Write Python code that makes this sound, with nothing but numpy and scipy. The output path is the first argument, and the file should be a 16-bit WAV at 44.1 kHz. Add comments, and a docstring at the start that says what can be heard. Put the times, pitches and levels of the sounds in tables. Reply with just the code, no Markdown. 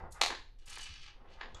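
"""Papers are handled on a wooden table in a meeting room, over the steady rumble of the ventilation.
A stack scuffs dully over the wood amid soft puffs of air and light brushes; a sheet snaps taut, flops
down and is tapped; a page slides over its neighbour; late on, a stiff corner flicks free. Cracks are
filtered click clusters, rubbing is grainy friction noise, puffs and room tone are coloured noise.
Table and walls return distinct echoes and a short tail to all the paper sounds."""
import sys
import numpy as np
from scipy import signal
from scipy.fft import rfft, irfft
from scipy.io import wavfile

SR = 44100
rng = np.random.default_rng(int(sys.argv[2]) if len(sys.argv) > 2 else 0)


def master(y):
    """Save y as 16-bit WAV."""
    cut = np.clip(np.atleast_2d(y).T, -1, 1)
    pcm = np.round(cut * 32767)  # scale
    wavfile.write(sys.argv[1], SR, pcm.astype(np.int16))


N = 70560
T = np.arange(N) / SR


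def from_db(db):
    """Level to amplitude: 20 dB is a factor of ten."""
    return 10 ** (np.asarray(db) / 20)


def rms_one(x):
    """Normalise the mean power to one."""
    return x / np.sqrt(np.mean(x ** 2) + 1e-20)


def at_hz(points, hz):
    """Interpolate a table linearly over logarithmic frequency."""
    f, value = np.transpose(points)
    return np.interp(np.log(np.maximum(hz, 1)), np.log(f), value)


def spectral_gain(spectrum, tilt_db, hz):
    """Magnitude response: a spectrum in dB plus a constant slope per octave."""
    return from_db(at_hz(spectrum, hz) + tilt_db * np.log2(hz))


def colour(x, spectrum, tilt_db=0):
    """Linear filtering: multiply the Fourier transform by a magnitude response; rms 1."""
    hz = np.maximum(np.fft.rfftfreq(len(x), 1 / SR), 1)
    return rms_one(irfft(rfft(x) * spectral_gain(spectrum, tilt_db, hz), len(x)))


def noise(spectrum, tilt_db=0):
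    """Stationary random noise: white noise shaped by a spectrum; rms 1."""
    return colour(rng.standard_normal(N), spectrum, tilt_db)


def octaves(x):
    """Filter bank: overlapping octave bands that sum to the signal, as (centre Hz, band)."""
    centres = 125 * 2. ** np.arange(8)
    log_hz = np.log(np.maximum(np.fft.rfftfreq(N, 1 / SR), 1))
    whole = rfft(x)
    bands = []
    for hz in centres:
        weight = np.interp(log_hz, np.log(centres), centres == hz)
        bands.append((hz, irfft(whole * weight, N)))
    return bands


def add(out, s, sound):
    """Superposition: mix a sound in at a time."""
    part = out[int(s * SR):][:len(sound)]
    part += sound[:len(part)]


def burst(length, release_s, spectrum, tilt_db=0):
    """Minimum-phase filtering: a cluster of micro-clicks, causally given a spectrum; unit energy."""
    t = T[:4096]
    hz = np.maximum(np.fft.rfftfreq(4096, 1 / SR), 1)
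    envelope = np.exp(-np.maximum(t - length, 0) / release_s)
    clicks = rfft(rng.standard_normal(len(t)) * envelope)
    # folding the cepstrum onto positive times makes the shaping filter causal
    cepstrum = irfft(np.log(spectral_gain(spectrum, tilt_db, hz) / np.abs(clicks)))
    cepstrum[1:len(t) // 2] *= 2
    cepstrum[len(t) // 2 + 1:] = 0
    out = irfft(clicks * np.exp(rfft(cepstrum)))
    return out / np.linalg.norm(out)


def cracks(rows, spectrum, release_s):
    """Impulsive excitation: each crack is a short burst whose energy grows with its length."""
    out = np.zeros(N)
    for s, db, length, tilt_db in rows:
        gain = from_db(db) * np.sqrt(length * SR)
        add(out, s, gain * burst(length, release_s, spectrum, tilt_db))
    return out


def friction():
    """Stick-slip: fibres catch and let go in tiny clicks over a fluttering rub, finely uneven in spectrum."""
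    grains_per_s, grain_spread_db = 2000, 5
    rub_share = 0.78  # smooth rub relative to the grains' rms
    flutter_db, flutter_hz = 2.5, 43  # rms depth and cutoff of the random level changes
    ripple_db, ripple_hz = 3, 89.95  # depth and spacing of a random fine ripple in the spectrum

    sizes = from_db(grain_spread_db * np.minimum(rng.exponential(1, N), 3.5))
    signs = rng.choice([-1, 1], N)
    grains = rms_one(sizes * signs * (rng.random(N) < grains_per_s / SR))
    lowpass = signal.butter(2, flutter_hz, fs=SR, output="sos")
    flutter = rms_one(signal.sosfilt(lowpass, rng.standard_normal(N)))
    rub = (grains + rub_share * rng.standard_normal(N)) * from_db(flutter_db * flutter)
    hz = np.fft.rfftfreq(N, 1 / SR)
    ripple = np.interp(hz / ripple_hz, np.arange(N), rng.standard_normal(N))
    return irfft(rfft(rub) * from_db(ripple_db * ripple), N)


def sliding(curve, spectrum):
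    """Sliding friction: the level and brightness of the rub follow the hand."""
    s, db, tilt = np.transpose(curve)
    db, tilt = np.interp(T, s, db), np.interp(T, s, tilt)
    out, power = 0, 0
    for hz, band in octaves(colour(friction(), spectrum)):
        gain = from_db(tilt * np.log2(hz))
        out = out + gain * band
        power = power + gain ** 2 * np.mean(band ** 2)
    # dividing by the bands' power offsets the tilt's effect on the level
    return from_db(db) * rms_one(out / np.sqrt(power))


def room_tone():
    """Stationary broadband noise: the ventilation's low rumble and a fainter airy noise above it."""
    # spectra of rumble and air: f/Hz, relative level per Hz/dB
    rumble_spectrum = [(10, 3.5), (18, 10), (26, 0.5), (35, 3.5), (48, -12), (68, -8), (85, -17),
                       (105, -13.5), (150, -28.5), (300, -45), (1000, -82.5)]
    air_spectrum = [(100, -8), (250, 6), (500, 4.5), (1000, -15), (3000, -14.5), (7000, -27.5),
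                    (10000, -27), (15000, -28.5)]
    rumble_db, air_db = -52, -77
    return from_db(rumble_db) * noise(rumble_spectrum) + from_db(air_db) * noise(air_spectrum)


def stack_scuffs():
    """Sliding friction with little treble: a stack scuffs dully over the wood."""
    # movement of the stack: t/s, level/dB, tilt/(dB per octave)
    movement = [(0, -45.5, 1.5), (.02, -53.5, -6.5), (.06, -58, -0.5), (.09, -63, -15), (.125, -74.5, 5),
                (.16, -59, 4), (.205, -55, 4), (.24, -66, 8), (.6, -90.5, -5.5), (1.1, -89, 6),
                (1.17, -69, -4), (1.25, -60.5, -3), (1.33, -68, -7), (1.4, -60, 5), (1.465, -58.5, -3.5),
                (1.53, -67.5, -8), (1.565, -54.5, 3.5), (1.6, -69, -5)]
    # spectrum of stack on wood: f/Hz, relative level per Hz/dB
    stack_spectrum = [(20, -24), (130, -16), (220, -11.5), (320, -9), (430, -0.5), (600, 1.5), (800, -1.5),
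                      (1000, 3), (1400, -0.5), (2000, -10.5), (2600, -19.5), (5000, -32), (8000, -45.5),
                      (14000, -59.5)]
    return sliding(movement, stack_spectrum)


def puffs():
    """Low-frequency flow noise: moving sheets push air softly on the microphone."""
    # pushes of air: t/s of the peak, peak level/dB, Gaussian width/s
    pushes = [(0.031, -50.5, 0.084), (.33, -58, 0.072), (0.913, -51, 0.024), (1.03, -58.5, 0.078),
              (1.541, -56.5, 0.043)]
    # spectrum of the moving air: f/Hz, relative level per Hz/dB
    puff_spectrum = [(15, -8.5), (40, 1.5), (70, 4), (130, -9), (250, -24.5), (600, -70)]
    envelope = sum(from_db(db) * np.exp(-((T - s) / width) ** 2) for s, db, width in pushes)
    return noise(puff_spectrum) * envelope


def brushes():
    """Transient friction: strokes of a sheet's edge, mostly hissing, the last a low soft thump."""
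    # strokes: t/s, level/dB, attack/s, release/s, tilt/(dB per octave)
    strokes = [(0.106, -53.5, 0.027, 0.012, 5), (.584, -71.5, .005, 0.039, -7.5),
               (0.657, -56, .006, 0.017, 0.5), (0.68, -50.5, 0.0021, 0.0091, -7.5),
               (0.693, -44.5, 0.0057, .011, -4), (0.723, -46, 0.0047, 0.016, -7),
               (.753, -46.5, 0.0036, 0.0034, -4), (0.781, -45.5, 0.0024, 0.0041, -4),
               (0.806, -48.5, .005, 0.033, -6), (1.291, -62, 0.015, 0.027, -9),
               (1.56, -41.5, 0.022, .08, -19)]
    # spectrum of the edge: f/Hz, relative level per Hz/dB
    edge_spectrum = [(20, -65), (500, -34.5), (2000, -19), (3500, -3), (4800, -3), (6500, 2), (9500, -2.5),
                     (12500, -14), (13500, -29.5), (15000, -45)]
    out = np.zeros(N)
    for s, db, attack, release, tilt_db in strokes:
        swell = np.clip((T - s) / attack, 0, 1)
        decay = np.exp(-np.maximum(T - s - attack, 0) / release)
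        out += from_db(db) * colour(friction(), edge_spectrum, tilt_db) * swell * decay
    return out


def snaps():
    """Impulsive radiation: a sheet snaps taut or crackles."""
    # snaps and crackles: t/s, level/dB, length/s, tilt/(dB per octave)
    snap_events = [(.2131, -14, 0.0013, 1.5), (.2588, -26.5, 0.0014, 3), (.2720, -29.5, 0.00025, -3.5),
                   (.2950, -35, 0.0007, -8), (.8005, -52.5, .0004, 7), (.8655, -56, 0.0004, 3)]
    # spectrum of the sheet: f/Hz, relative level per Hz/dB
    snap_spectrum = [(120, -39), (190, -25.5), (270, -5.5), (450, -1), (700, 8.5), (1200, 5.5),
                     (1500, -5.5), (2100, 3), (3200, -0.5), (4250, 5.5), (4900, -7), (6400, -5),
                     (8300, -15), (11000, -21), (14000, -33)]
    return cracks(snap_events, snap_spectrum, release_s=0.00054)


def taps():
    """Impact: paper lands or is tapped on the table."""
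    # impacts: t/s, level/dB, length/s, tilt/(dB per octave)
    impacts = [(.302, -30, 0.0021, -3.5), (.311, -42.5, .002, 0), (.326, -42.5, 0.0011, 2.5),
               (.348, -43.5, 0.0033, 8.5), (.7712, -40, 0.0015, -0.5), (1.4098, -36, .0032, 1)]
    # spectrum of paper on table: f/Hz, relative level per Hz/dB
    tap_spectrum = [(20, -74), (100, -42), (190, -23), (280, -6), (400, -3), (560, -7), (800, 1.5),
                    (1050, 7.5), (1330, -3.5), (1700, 7.5), (2400, -4.5), (3400, -6), (4900, -12),
                    (5800, -29), (7000, -23.5), (7800, -53), (14000, -60)]
    return cracks(impacts, tap_spectrum, release_s=0.00067)


def page_slide():
    """Sliding friction of light paper: a page slides over its neighbour with small crackles."""
    # movement of the page: t/s, level/dB, tilt/(dB per octave)
    movement = [(.57, -92.5, -17.5), (.6, -74.5, 0), (.655, -71, -6.5), (.68, -61.5, -3), (.705, -56, -5.5),
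                (.77, -52.5, -0.8), (.83, -51.5, 2.5), (.875, -50.5, -2.8), (.93, -54.5, 1.5),
                (.99, -58.5, -1), (1.025, -56, 2.9), (1.095, -57.5, -4.5), (1.125, -64.5, -6.5),
                (1.19, -82, -9.5), (1.29, -67.5, -9), (1.34, -60.5, -0.5), (1.39, -71, -7), (1.6, -69.5, 0)]
    # spectrum of the page: f/Hz, relative level per Hz/dB
    page_spectrum = [(20, -52.5), (150, -30), (400, -17), (650, -18.5), (900, -3.5), (1400, -3), (2200, -1),
                     (2900, 3.5), (4300, 0.5), (5200, -2), (6600, -7.5), (8000, -20), (10000, -27),
                     (12000, -39), (13300, -56)]
    return sliding(movement, page_spectrum)


def flicks():
    """Impulsive elastic release: a stiff corner flicks free."""
    # releases: t/s, level/dB, length/s, tilt/(dB per octave)
    releases = [(1.5455, -50, 0.0075, -2.5)]
    # spectrum of the corner: f/Hz, relative level per Hz/dB
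    corner_spectrum = [(1000, -8.5), (2900, -27), (3350, 10.5), (3900, -3.5), (5600, -7), (6700, 3),
                       (7900, -2), (8600, -24), (10800, -25), (13000, -32)]
    return cracks(releases, corner_spectrum, release_s=0.0024)


def room():
    """Impulse response: direct sound, scattered echoes, a frequency-dependent decay; unit energy."""
    # echoes of table and walls: delay t/s, level before dulling/dB relative to the direct sound
    reflections = [(.0024, 6.5), (.0097, -3.5), (0.0118, -5.5), (.0218, 1), (0.0257, -2.5), (0.0359, -6),
                   (0.0481, -4.5), (0.0612, -16)]
    # reverberation time: f/Hz, t60/s
    decay_times = [(150, 0.4), (700, 0.31), (2000, 0.37), (4000, 0.39), (8000, 0.29), (14000, .15)]
    echo_smear_s, echo_dull_hz = 0.00024, 10600
    tail_db, tail_build_s = 1, 0.012  # tail energy relative to the direct sound; build-up time

    echoes = np.zeros(N)
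    for delay, db in reflections:
        add(echoes, delay, from_db(db) * burst(0, echo_smear_s, [(1, 0)]))  # flat spectrum
    echoes = signal.sosfilt(signal.butter(1, echo_dull_hz, fs=SR, output="sos"), echoes)
    tail = np.zeros(N)
    for hz, band in octaves(rng.standard_normal(N)):
        tail += band * from_db(-60 * T / at_hz(decay_times, hz))
    tail = tail * (1 - np.exp(-T / tail_build_s))
    direct = T == 0
    response = direct + echoes + from_db(tail_db) * tail / np.linalg.norm(tail)
    return response / np.linalg.norm(response)


def scene():
    """Convolution with the room: all the paper sounds reverberate; air puffs and room tone are added."""
    far = snaps() + taps() + stack_scuffs()
    near = page_slide() + brushes() + flicks()
    wet = 0.62  # share of the room in the sound of the sheets nearest the microphone
    reverberant = signal.fftconvolve(far + wet * near, room())[:N]
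    paper = reverberant + (1 - wet ** 2) * near
    return (paper + puffs() + room_tone())[None]


def record(dry):
    """Band limitation: a steep low-pass cuts the top."""
    cutoff_hz = 15000
    # the filter is 60 dB down from 500 Hz above the cutoff
    lowpass = signal.cheby2(12, 60, cutoff_hz + 500, fs=SR, output="sos")
    return signal.sosfilt(lowpass, dry)


dry = scene()
out = record(dry)
master(out)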